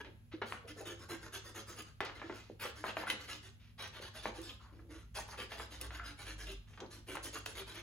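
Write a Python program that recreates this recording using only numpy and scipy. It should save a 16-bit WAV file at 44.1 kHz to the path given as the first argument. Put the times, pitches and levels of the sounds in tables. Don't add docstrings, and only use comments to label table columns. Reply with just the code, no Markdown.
import sys
import numpy as np
from scipy import signal
from scipy.fft import rfft, irfft
from scipy.io import wavfile

SR = 44100
rng = np.random.default_rng(int(sys.argv[2]) if len(sys.argv) > 2 else 0)


def output_pcm(signal):
    pcm = np.clip(np.atleast_2d(signal).T, -1, 1) * 32767
    wavfile.write(sys.argv[1], SR, np.round(pcm).astype(np.int16))


N = 344862
HZ = np.fft.rfftfreq(2048, 1 / SR) + 1


def gain_of(db):
    return 10 ** (np.asarray(db) / 20)


def evened(x):
    return x / np.sqrt(np.mean(x ** 2) + 1e-20)


def unit(x):
    return x / np.sqrt(np.sum(x ** 2) + 1e-20)


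def read(points, hz):
    f, value = np.transpose(points)
    return np.interp(np.log(hz + 1), np.log(f + 1), value)


def add(mix, s, sound):
    part = mix[max(round(s * SR), 0):][:len(sound)]
    part += sound[:len(part)]


def wander(count, step):
    knots = rng.standard_normal(2048)
    return np.interp(np.arange(count) / step, np.arange(len(knots)), knots)


def swell(length_s, peak, ease=1):
    along = np.linspace(0, 1, int(length_s * SR))
    return np.sin(np.pi / 2 * np.interp(along, [0, peak, 1], [0, 1, 0])) ** ease


def snaps(count, per_s, spread_db):
    chance, size, sign = rng.random((3, count))
    heights = gain_of(spread_db * np.minimum(-np.log(1 - size), 4)) * np.sign(sign - .5)
    return evened(heights * (chance < per_s / SR))


def ring(gain):
    log_gain = np.log(np.maximum(gain / gain.max(), 1e-5))
    circle = np.concatenate([log_gain, log_gain[-2:0:-1]])
    return unit(np.fft.ifft(np.exp(np.conj(signal.hilbert(circle)))).real)


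def modes(resonances):
    return np.sqrt(sum(gain_of(db) ** 2 / (1 + ((HZ - hz ** 2 / HZ) / width) ** 2)
                       for hz, width, db in resonances))


def ripple(db, per_octave=14):
    knots = rng.standard_normal(2048)
    return db * np.interp(per_octave * np.log2(HZ), np.arange(len(knots)), knots)


def panel(hz, q, ripple_db, top_hz):
    power = 1 / (1 + (q * (HZ / hz - hz / HZ)) ** 2)
    power /= 1 + (HZ / top_hz) ** 6
    power /= (1 + (140 / HZ) ** 4) * (1 + (HZ / 5600) ** 4)
    return ring(np.sqrt(power) * gain_of(ripple(ripple_db)))


def travelling(drive, bodies):
    place = np.linspace(0, len(bodies) - 1, len(drive))
    return sum(signal.fftconvolve(np.maximum(1 - abs(place - k), 0) * drive, body)
               for k, body in enumerate(bodies))


def slips(speed, bodies):
    drive = speed * snaps(len(speed), per_s=2700, spread_db=2.5)
    return np.linalg.norm(speed) * unit(travelling(drive, bodies))


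def rattle(body, rise_s, t60):
    t = np.arange(SR // 4) / SR
    envelope = (1 - np.exp(-t / rise_s)) * gain_of(-60 * t / t60)
    return unit(signal.fftconvolve(snaps(len(t), per_s=4600, spread_db=2.0) * envelope, body))


def stereo_mix(z, hz):
    # f/Hz, likeness (1 same, 0 unrelated, -1 opposite)
    likeness = [(100, 0.67), (350, 0.91), (600, 0.16), (1500, -0.026), (3000, -0.11), (5800, -0.13),
                (8400, 1), (11000, 1), (15000, 0.84)]
    same = read(likeness, hz)
    shared = np.sqrt((1 + same) / 2) * z[0]
    apart = np.sqrt((1 - same) / 2) * z[1]
    return np.array([shared + apart, shared - apart])


def background():
    # f/Hz, relative level per Hz/dB
    air_colour = [(20, -51), (32, -10), (48, 4.5), (80, 6.5), (125, -1.5), (180, -4.5), (300, -18.5),
                  (500, -25), (1000, -31), (2500, -29), (6000, -38), (12000, -34.5), (16000, -45)]
    # f/Hz, mean rms level/dB
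    hum_lines = [(104, -62), (145, -78.5), (236, -73.5)]
    # t/s, firing rate f/Hz, mean rms level/dB
    engine_paths = [
        [(3.7, 52.8, -77), (4.3, 52.5, -58), (4.85, 52.9, -66), (5.2, 50, -56), (5.35, 49.7, -68),
         (5.48, 49.8, -80), (6.2, 52.64, -59), (6.42, 50.6, -48), (6.6, 46.7, -50.5), (6.68, 46.7, -68)],
        [(3.7, 69.8, -73), (4.4, 65.65, -64), (5.2, 63.9, -60), (5.55, 62.2, -59), (5.8, 60.4, -52),
         (6.05, 56.3, -52.5), (6.25, 56.2, -68), (6.7, 57.2, -63)],
    ]
    air_level_db, pitch_drift_hz, hum_waver_db, engine_throb_db = -61, 0.61, 0.9, 1.5
    hz, t = np.fft.rfftfreq(N, 1 / SR), np.arange(N) / SR

    noise = rfft(rng.standard_normal((2, N)))
    air = evened(irfft(stereo_mix(noise, hz) * gain_of(read(air_colour, hz)), N))

    def tone(pitch_hz, db):
        turns = np.cumsum(pitch_hz + pitch_drift_hz * wander(N, step=2800)) / SR
        return np.sqrt(2) * gain_of(db) * np.sin(2 * np.pi * turns)

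    hum = sum(tone(f, db + hum_waver_db * wander(N, step=5600)) for f, db in hum_lines)
    engines = 0
    for s, rate_hz, db in map(np.transpose, engine_paths):
        level_db = np.interp(t, s, db) + engine_throb_db * wander(N, step=2500)
        engines = engines + tone(np.interp(t, s, rate_hz), level_db)
    return gain_of(air_level_db) * air + hum + engines


def room(x, wet_db=0):
    # f/Hz, time to fade by 60 dB/s
    wall_t60 = [(200, 0.1), (1000, 0.47), (4000, 0.39), (12000, 0.2)]
    # f/Hz, level/dB
    wall_db = [(300, 3), (1000, -5.5), (4000, -2.5), (8000, -2), (14000, -26)]
    first_echo_s, near_db, near_t60 = 0.0023, -9, 0.032
    level_db, sway_s, count = -0.65, 0.31, 4

    def fade(t, db, t60):
        return gain_of(db - 60 * t / t60) * np.sqrt(np.log(10 ** 6) / (t60 * SR))

    wet, place = 0, np.arange(N) / SR / sway_s
    for k in range(count):
        hz, t, z = signal.stft(rng.standard_normal((2, SR // 2)), SR, nperseg=256)
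        walls = fade(t, read(wall_db, hz)[:, None], read(wall_t60, hz)[:, None])
        decay = np.hypot(fade(t, near_db, near_t60), walls)
        tail = signal.istft(stereo_mix(z, hz[:, None]) * decay, SR, nperseg=256)[1]
        tail = tail * (np.arange(tail.shape[1]) > first_echo_s * SR)
        turn = np.sin(np.pi / 2 * np.minimum((place - k) % count, 2))
        wet = wet + signal.oaconvolve((turn * x)[None], tail, axes=1)[:, :N]
    return gain_of(level_db) * (x + gain_of(wet_db) * wet)


def crinkling(handling):
    level_db, ticks_per_s, spread_db, linger_s = -12, 22, 3, 0.013
    highpass = signal.butter(2, 1000, "highpass", fs=SR, output="sos")
    rubbing = signal.sosfilt(highpass, handling)
    keep = np.exp(-1 / (linger_s * SR))
    effort = np.sqrt(signal.lfilter([1 - keep], [1, -keep], rubbing ** 2 + 1e-20))
    out = np.zeros(N)
    for hz in np.geomspace(1200, 4200, 4):
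        chance, size = rng.random((2, N))
        heights = gain_of(spread_db * np.minimum(-np.log(1 - size), 3))
        ticks = (chance < ticks_per_s / SR) * heights
        out += signal.oaconvolve(ticks, panel(hz, q=5.2, ripple_db=5, top_hz=2 * hz))[:N]
    return gain_of(level_db) * effort * evened(out)


def knocking():
    # t/s, relative level of the lowest mode/dB, pitch as the rise ends f/Hz, # rise/s, time to
    # fade by 60 dB/s; the row at 2.508 s is the table's echo of the knock at 2.4992 s
    knocks = [(0.3379, -36.5, 329, 0.0031, 0.092), (.367, -50, 330, 0.01, 0.13),
              (0.417, -34.5, 402, 0.0029, 0.057), (0.906, -44, 350.3, 0.025, 0.098),
              (1.126, -44, 336, 0.019, 0.1), (2.0064, -34.5, 390, 0.0014, 0.022),
              (2.241, -43.5, 336, 0.0033, 0.1), (2.298, -35, 364, 0.0034, 0.022),
              (2.4992, -35.5, 440, 0.0015, 0.0096), (2.508, -46.5, 340, 0.0032, .035),
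              (2.651, -34, 486, 0.0028, 0.023), (3.999, -41.5, 484, 0.0029, 0.01),
              (4.381, -39, 335.6, 0.014, 0.085), (5.387, -41.5, 490, 0.0034, 0.041),
              (6.819, -39.5, 357, 0.0068, 0.055)]
    # multiple of the pitch, level against the first/dB
    multiple, upper_db = (1.5, -15)
    sag_per_s = 0.71
    out, t = np.zeros(N), np.arange(SR // 5) / SR
    for s, db, hz, rise_s, t60 in knocks:
        rise = np.sin(np.pi / 2 * np.minimum(t / rise_s, 1))
        envelope = rise * gain_of(-60 * np.maximum(t - rise_s, 0) / t60)
        angle = 2 * np.pi * np.cumsum(hz * np.exp(-sag_per_s * (t - rise_s))) / SR
        swing = np.sin(angle) + gain_of(upper_db) * np.sin(multiple * angle)
        add(out, s, gain_of(db) * envelope * swing)
    return out


def buckling():
    # t/s, relative level over 5 ms/dB, centre f/Hz, sharpness Q, top edge f/Hz,
    # share of energy in the rattle (0-1), time for the rattle to fade by 60 dB/s
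    pops = [(.047, -49, 1710, 0.73, 4530, 0.8, 0.17), (0.4163, -32.5, 1120, 0.96, 3400, 0.93, 0.11),
            (0.523, -36, 1340, 1.6, 3800, 0, 0.14), (2.005, -30, 1060, 0.56, 3280, 0.3, 0.19),
            (2.0488, -41.5, 2210, 0.32, 5040, 1, 0.13), (2.097, -46, 970, 1.3, 2600, .05, 0.11),
            (2.197, -50.5, 1390, 0.48, 2700, 0.4, 0.078), (2.216, -40, 1160, 0.76, 2150, 0.56, 0.18),
            (2.296, -41, 844, 0.57, 2050, 0.67, 0.079), (2.325, -46.5, 800, .6, 2200, 0.35, .09),
            (2.8402, -32.5, 930, 1.4, 2060, 0.42, 0.18), (2.892, -38.5, 990, 0.25, 3450, 0.63, 0.1),
            (2.968, -32.5, 1010, 1.05, 2620, 0.68, 0.029), (3.036, -38, 940, 1.4, 2100, 0.45, 0.18),
            (3.0696, -35, 1470, 5.7, 2380, 0.6, 0.13), (3.1005, -30, 2540, 1.9, 6000, .25, 0.096),
            (4.256, -31, 870, 1.04, 2000, 0.16, 0.19), (4.493, -43, 3320, 6.1, 4200, 0.95, 0.073),
            (4.79, -58.5, 1290, 2.6, 1940, 1, 0.062), (5.287, -48, 1000, 3.2, 2000, 0.5, .11),
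            (5.519, -40, 1430, 0.31, 3950, 0.6, 0.18), (5.5986, -40.5, 1070, 0.9, 2394, 0.5, 0.081),
            (5.9063, -43.5, 1298, 0.5, 3160, 0.5, 0.17), (5.995, -41.5, 1515, 4, 2300, 1, 0.051),
            (6.732, -55.5, 1780, 0.57, 4330, 1, 0.15), (6.775, -49.5, 1420, 1.2, 4600, 0.7, 0.092),
            (6.8029, -47, 2430, 0.2, 7200, .6, 0.021), (7.1521, -39.5, 974, 1.5, 2370, 0.7, 0.068),
            (7.1698, -38.5, 1316, 0.75, 3300, 0.45, .11), (7.4615, -38.5, 2800, 0.2, 6780, 0.12, 0.13)]
    crack_s, rise_s, rattle_rise_s = 0.00076, 0.00096, 0.0017
    shudder_db, shudder_hz, shudder_top_hz = -13, 500, 1400
    shudder_t60, shudder_rise_s = 0.28, 0.007
    out, t = np.zeros(N), np.arange(SR // 8) / SR
    for s, db, hz, q, top_hz, share, t60 in pops:
        patch = panel(hz, q, ripple_db=2, top_hz=top_hz)
        burst = rfft(rng.standard_normal(len(t)) * np.exp(-t / crack_s) * (1 - np.exp(-t / rise_s)))
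        push = irfft(burst / np.sqrt(abs(burst) + 1e-12), len(t))[:len(t) // 2]
        size = gain_of(db) * np.sqrt(.005 * SR)
        add(out, s, size * np.sqrt(1 - share) * unit(signal.fftconvolve(push, patch)))
        add(out, s, size * np.sqrt(share) * rattle(patch, rattle_rise_s, t60))
        sheet = panel(shudder_hz, q=0.39, ripple_db=6.5, top_hz=shudder_top_hz)
        add(out, s, size * gain_of(shudder_db) * rattle(sheet, shudder_rise_s, shudder_t60))
    return out


def bending():
    # t/s, length/s, relative level/dB, lowest mode f/Hz
    flaps = [(0.041, 0.094, -57, 347), (0.636, 0.065, -56, 416), (0.757, 0.11, -53.5, 413),
             (0.801, 0.045, -50, 525), (2.314, 0.039, -51.5, 352), (4.709, 0.21, -64, 328),
             (4.881, 0.11, -56, 322), (7.076, 0.078, -51.5, 362)]
    # multiple of the lowest, width/Hz, relative level/dB
    flap_modes = [(1, 42, 3), (1.45, 137, -9)]
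    # t/s, length/s, share of the length at its peak (0-1),
    # relative level/dB, start f/Hz, end f/Hz, sharpness Q
    swishes = [(0.312, 0.054, 0.36, -54.5, 1650, 1500, 0.46), (0.527, 0.061, 0.24, -51.5, 1390, 1450, 5.2),
               (2.013, 0.14, 0.076, -49.5, 1330, 1050, 0.25), (2.135, 0.43, 0.13, -60, 1700, 3300, 0.061),
               (2.615, 0.062, 0.74, -45, 1350, 1050, 1.6), (2.983, 0.12, .1, -50.5, 855, 1800, 1.9),
               (3.593, 0.15, 0.14, -68, 2450, 2600, 1.04), (4.592, 0.16, 0.11, -62.5, 1130, 1100, 4.3),
               (5.156, 0.056, 0.43, -44.5, 960, 780, 2.7), (5.307, 0.058, 0.58, -50.5, 1400, 980, 1.7),
               (5.936, 0.2, 0.19, -53.5, 1570, 1380, 12), (6.67, 0.1, 0.066, -68.5, 1700, 710, 0.51),
               (6.773, 0.096, 0.66, -52, 760, 370, 0.27), (7.349, 0.039, .35, -45, 1290, 1220, 2.3)]
    out = np.zeros(N)
    radiated = 1 / np.hypot(1, (HZ / 750) ** 2) / np.hypot(1, (200 / HZ) ** 2)
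    for s, length, db, hz in flaps:
        resonances = [(hz * multiple, width, mode_db) for multiple, width, mode_db in flap_modes]
        body = ring(radiated * modes(resonances))
        add(out, s, gain_of(db) * slips(swell(length, peak=0.15), [body]))
    for s, length, peak, db, start_hz, end_hz, q in swishes:
        patches = [panel(hz, q, ripple_db=1.5, top_hz=2.54 * hz)
                   for hz in np.geomspace(start_hz, end_hz, 3)]
        add(out, s, gain_of(db) * slips(swell(length, peak), patches))
    return out


def clicking():
    # t/s, relative level over 5 ms/dB
    clicks = [(0.8096, -51.5), (0.874, -47), (1.8206, -50), (2.006, -51.5), (2.049, -53), (3.099, -38),
              (3.876, -54), (4.415, -52), (5.8123, -39), (6.518, -52), (7.1537, -44.5), (7.4592, -40)]
    # f/Hz, width/Hz, relative level/dB
    click_modes = [(2650, 210, 9.5), (5800, 2300, -1), (8900, 780, 7), (12600, 1700, -2)]
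    out, steel = np.zeros(N), ring(modes(click_modes))
    for s, db in clicks:
        size = gain_of(db) * np.sqrt(.005 * SR)
        add(out, s, size * rattle(steel, rise_s=0.00017, t60=0.041))
    return out


def grip(s):
    # t/s, ring of the sheet f/Hz, thud level/dB
    grips = [(.7, 1410, 16.5), (1.8, 1300, 13.5), (2.35, 2000, 11.5), (2.85, 1760, 10), (3.8, 3640, 1.5),
             (4.45, 3500, 11), (4.95, 1720, 6.5), (5.6, 3100, 10.5), (6.25, 2530, 8), (6.5, 3150, 16.5),
             (7.35, 3018, 11), (7.8, 2960, 7)]
    times, ring_hz, thud_db = np.transpose(grips)
    return np.interp(s, times, thud_db), np.interp(s, times, ring_hz)


def stroke(speed, db, crunch_db, treble_db, ring_db, thud_db, ring_hz):
    # f/Hz, relative level per Hz/dB
    fibres = [(120, -22.5), (230, -13), (350, -1), (600, -0.5), (1000, 1.5), (1600, 4), (2400, -6),
              (3500, -3.5), (5000, -6.5), (6500, -14.5), (8000, -12.5), (10000, -13.5), (12500, -14),
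              (15000, -24.5)]
    # f/Hz, width/Hz, boost/dB
    blades = [(6570, 480, 8), (9400, 2100, 5.5)]
    judder_db, coarse_db = 1.5, -3.5
    ring_width, ring_drift, ring_glide = 0.36, 0.067, 0.063
    fizz_per_db, usual_db = 0.35, -48.5

    clumps = gain_of(judder_db * wander(len(speed), step=156))
    fine = snaps(len(speed), per_s=7000, spread_db=2.5)
    coarse = snaps(len(speed), per_s=300, spread_db=1.5)
    breaks = speed * evened(clumps * fine + gain_of(coarse_db) * coarse)

    tilt = [(350, thud_db), (700, 0), (1900, 0), (2750, crunch_db), (4300, treble_db / 2), (6000, treble_db)]
    colour_db = read(fibres, HZ) + ripple(2.5) + read(tilt, HZ)
    colour_db += read([(6000, 0), (10000, fizz_per_db * (db - usual_db))], HZ)
    opening = 1 + 0.015 * rng.standard_normal()
    for f, width, lift_db in blades:
        colour_db += lift_db / (1 + ((HZ - f * opening) / (width / 2)) ** 2)

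    detune = np.log(HZ / ring_hz) + ring_drift * rng.standard_normal()
    stages = []
    for along in np.linspace(-.5, .5, 6):
        peak_db = ring_db / (1 + ((detune - ring_glide * along) / ring_width) ** 2)
        stages.append(ring(gain_of(colour_db + ripple(5.0) + peak_db)))
    return gain_of(db) * travelling(breaks, stages)


def scissors():
    # t/s, closing time/s, share of the closing at top speed (0-1), relative level/dB,
    # fibre crunch/dB, blade treble/dB, reopening against closing level/dB
    snips = [(.669, 0.07, 0.3, -50, 16, 8.5, -4.5), (0.844, .12, 0.23, -46.5, 11.5, 4.5, -8),
             (1.082, 0.11, 0.23, -44.5, 7.5, 3.5, -7.5), (1.319, 0.096, 0.24, -44.5, 11.5, 7.5, -7.5),
             (1.536, .11, 0.28, -47, 8.5, 8, -3.5), (1.749, 0.071, 0.76, -47, 14, 6.5, -15),
             (2.59, 0.14, 0.22, -43.5, 9, 5.5, -10.5), (2.826, 0.11, 0.43, -44.5, 6, 0, -2),
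             (3.058, .11, 0.3, -42.5, 8, 2, -9), (3.268, .13, 0.26, -46, 7, 4.5, -10.5),
             (3.774, 0.13, 0.31, -44.5, 3.5, -3, -7.5), (4.005, .11, 0.16, -48, 4, -1, -2),
             (4.216, .1, 0.34, -47.5, 5, 2, -5), (4.415, 0.16, 0.16, -52, 5.5, 5, -15),
             (5.14, 0.11, 0.21, -44, 9, 10, -11), (5.362, .11, 0.35, -44.5, 2, -1, -4),
             (5.561, .12, 0.28, -49, 1, 2, -2.5), (5.782, 0.11, 0.53, -49.5, -3, 3, -2.5),
             (6.025, 0.13, 0.34, -50.5, 6, 4.5, -0.5), (6.246, 0.11, 0.37, -47, 8, 4, -3.5),
             (6.448, .13, 0.25, -49.5, 11, 6.5, -39), (7.062, .14, 0.29, -46, 2.5, 2, -4.5),
             (7.321, 0.11, 0.19, -47, 4, 8, -5), (7.533, 0.11, 0.52, -45.5, 4.5, 3, -5),
             (7.731, 0.1, 0.37, -48.5, 6, 1, -7.5)]
    # t/s, length/s, relative level/dB, treble/dB
    rubs = [(0, 0.024, -45, -5), (0.45, 0.16, -54, 12), (2.144, 0.058, -54.5, -1), (2.332, 0.12, -56, 7),
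            (4.711, 0.15, -71.5, 4), (4.887, 0.19, -58, 5.5), (6.668, 0.16, -71, 17),
            (6.898, .13, -54.5, 9), (7.223, 0.087, -46, 20)]
    level_db, ease = 0.5, 1.5
    pause_s, reopen_s, reopen_peak = 0.014, 0.11, 0.33
    reopen_treble_db, reopen_thud_db = 1, -0.5
    fixed_crunch_db, reopen_ring_db, cut_ring_db = 2, 6, 6.5

    out = np.zeros(N)
    for s, length, peak, db, crunch_db, treble_db, reopen_db in snips:
        thud_db, ring_hz = grip(s)
        closing = stroke(swell(length, peak, ease), db, crunch_db, treble_db,
                         cut_ring_db, thud_db, ring_hz)
        add(out, s, closing)
        reopening = stroke(swell(reopen_s, reopen_peak, ease), db + reopen_db, fixed_crunch_db,
                           treble_db + reopen_treble_db, reopen_ring_db, thud_db + reopen_thud_db, ring_hz)
        add(out, s + length + pause_s, reopening)
    for s, length, db, treble_db in rubs:
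        speed = swell(length, 0.19, ease)
        add(out, s, stroke(speed, db, fixed_crunch_db, treble_db, cut_ring_db, *grip(s)))
    return gain_of(level_db) * out


def scene():
    handling = scissors() + bending()
    paper = room(handling + crinkling(handling) + buckling() + clicking())
    return paper + room(knocking(), wet_db=-2.0) + background()


def record(dry):
    # f/Hz, phase by which the left leads/rad
    port_phase = [(0, 0), (1800, .2), (3000, 1.4), (5400, 1.5), (6800, 0), (7700, -2.6), (9000, -3.6),
                  (10900, -6.3), (12800, -9), (15300, -12.5)]
    # f/Hz, left against right level/dB
    port_balance = [(300, -0.5), (1200, 1.5), (2700, 0), (5700, -2.5), (7000, -0.5), (12000, 0)]
    edge_hz = 15900
    hz = np.fft.rfftfreq(N, 1 / SR)
    left = np.exp(.5j * np.interp(hz, *np.transpose(port_phase))) * gain_of(read(port_balance, hz) / 2)
    ports = irfft(rfft(dry) * np.array([left, 1 / left]), N)
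    lowpass = signal.firwin(511, edge_hz, window=("kaiser", 9), fs=SR)
    return signal.oaconvolve(ports, lowpass[None], "same")


dry = scene()
out = record(dry)
output_pcm(out)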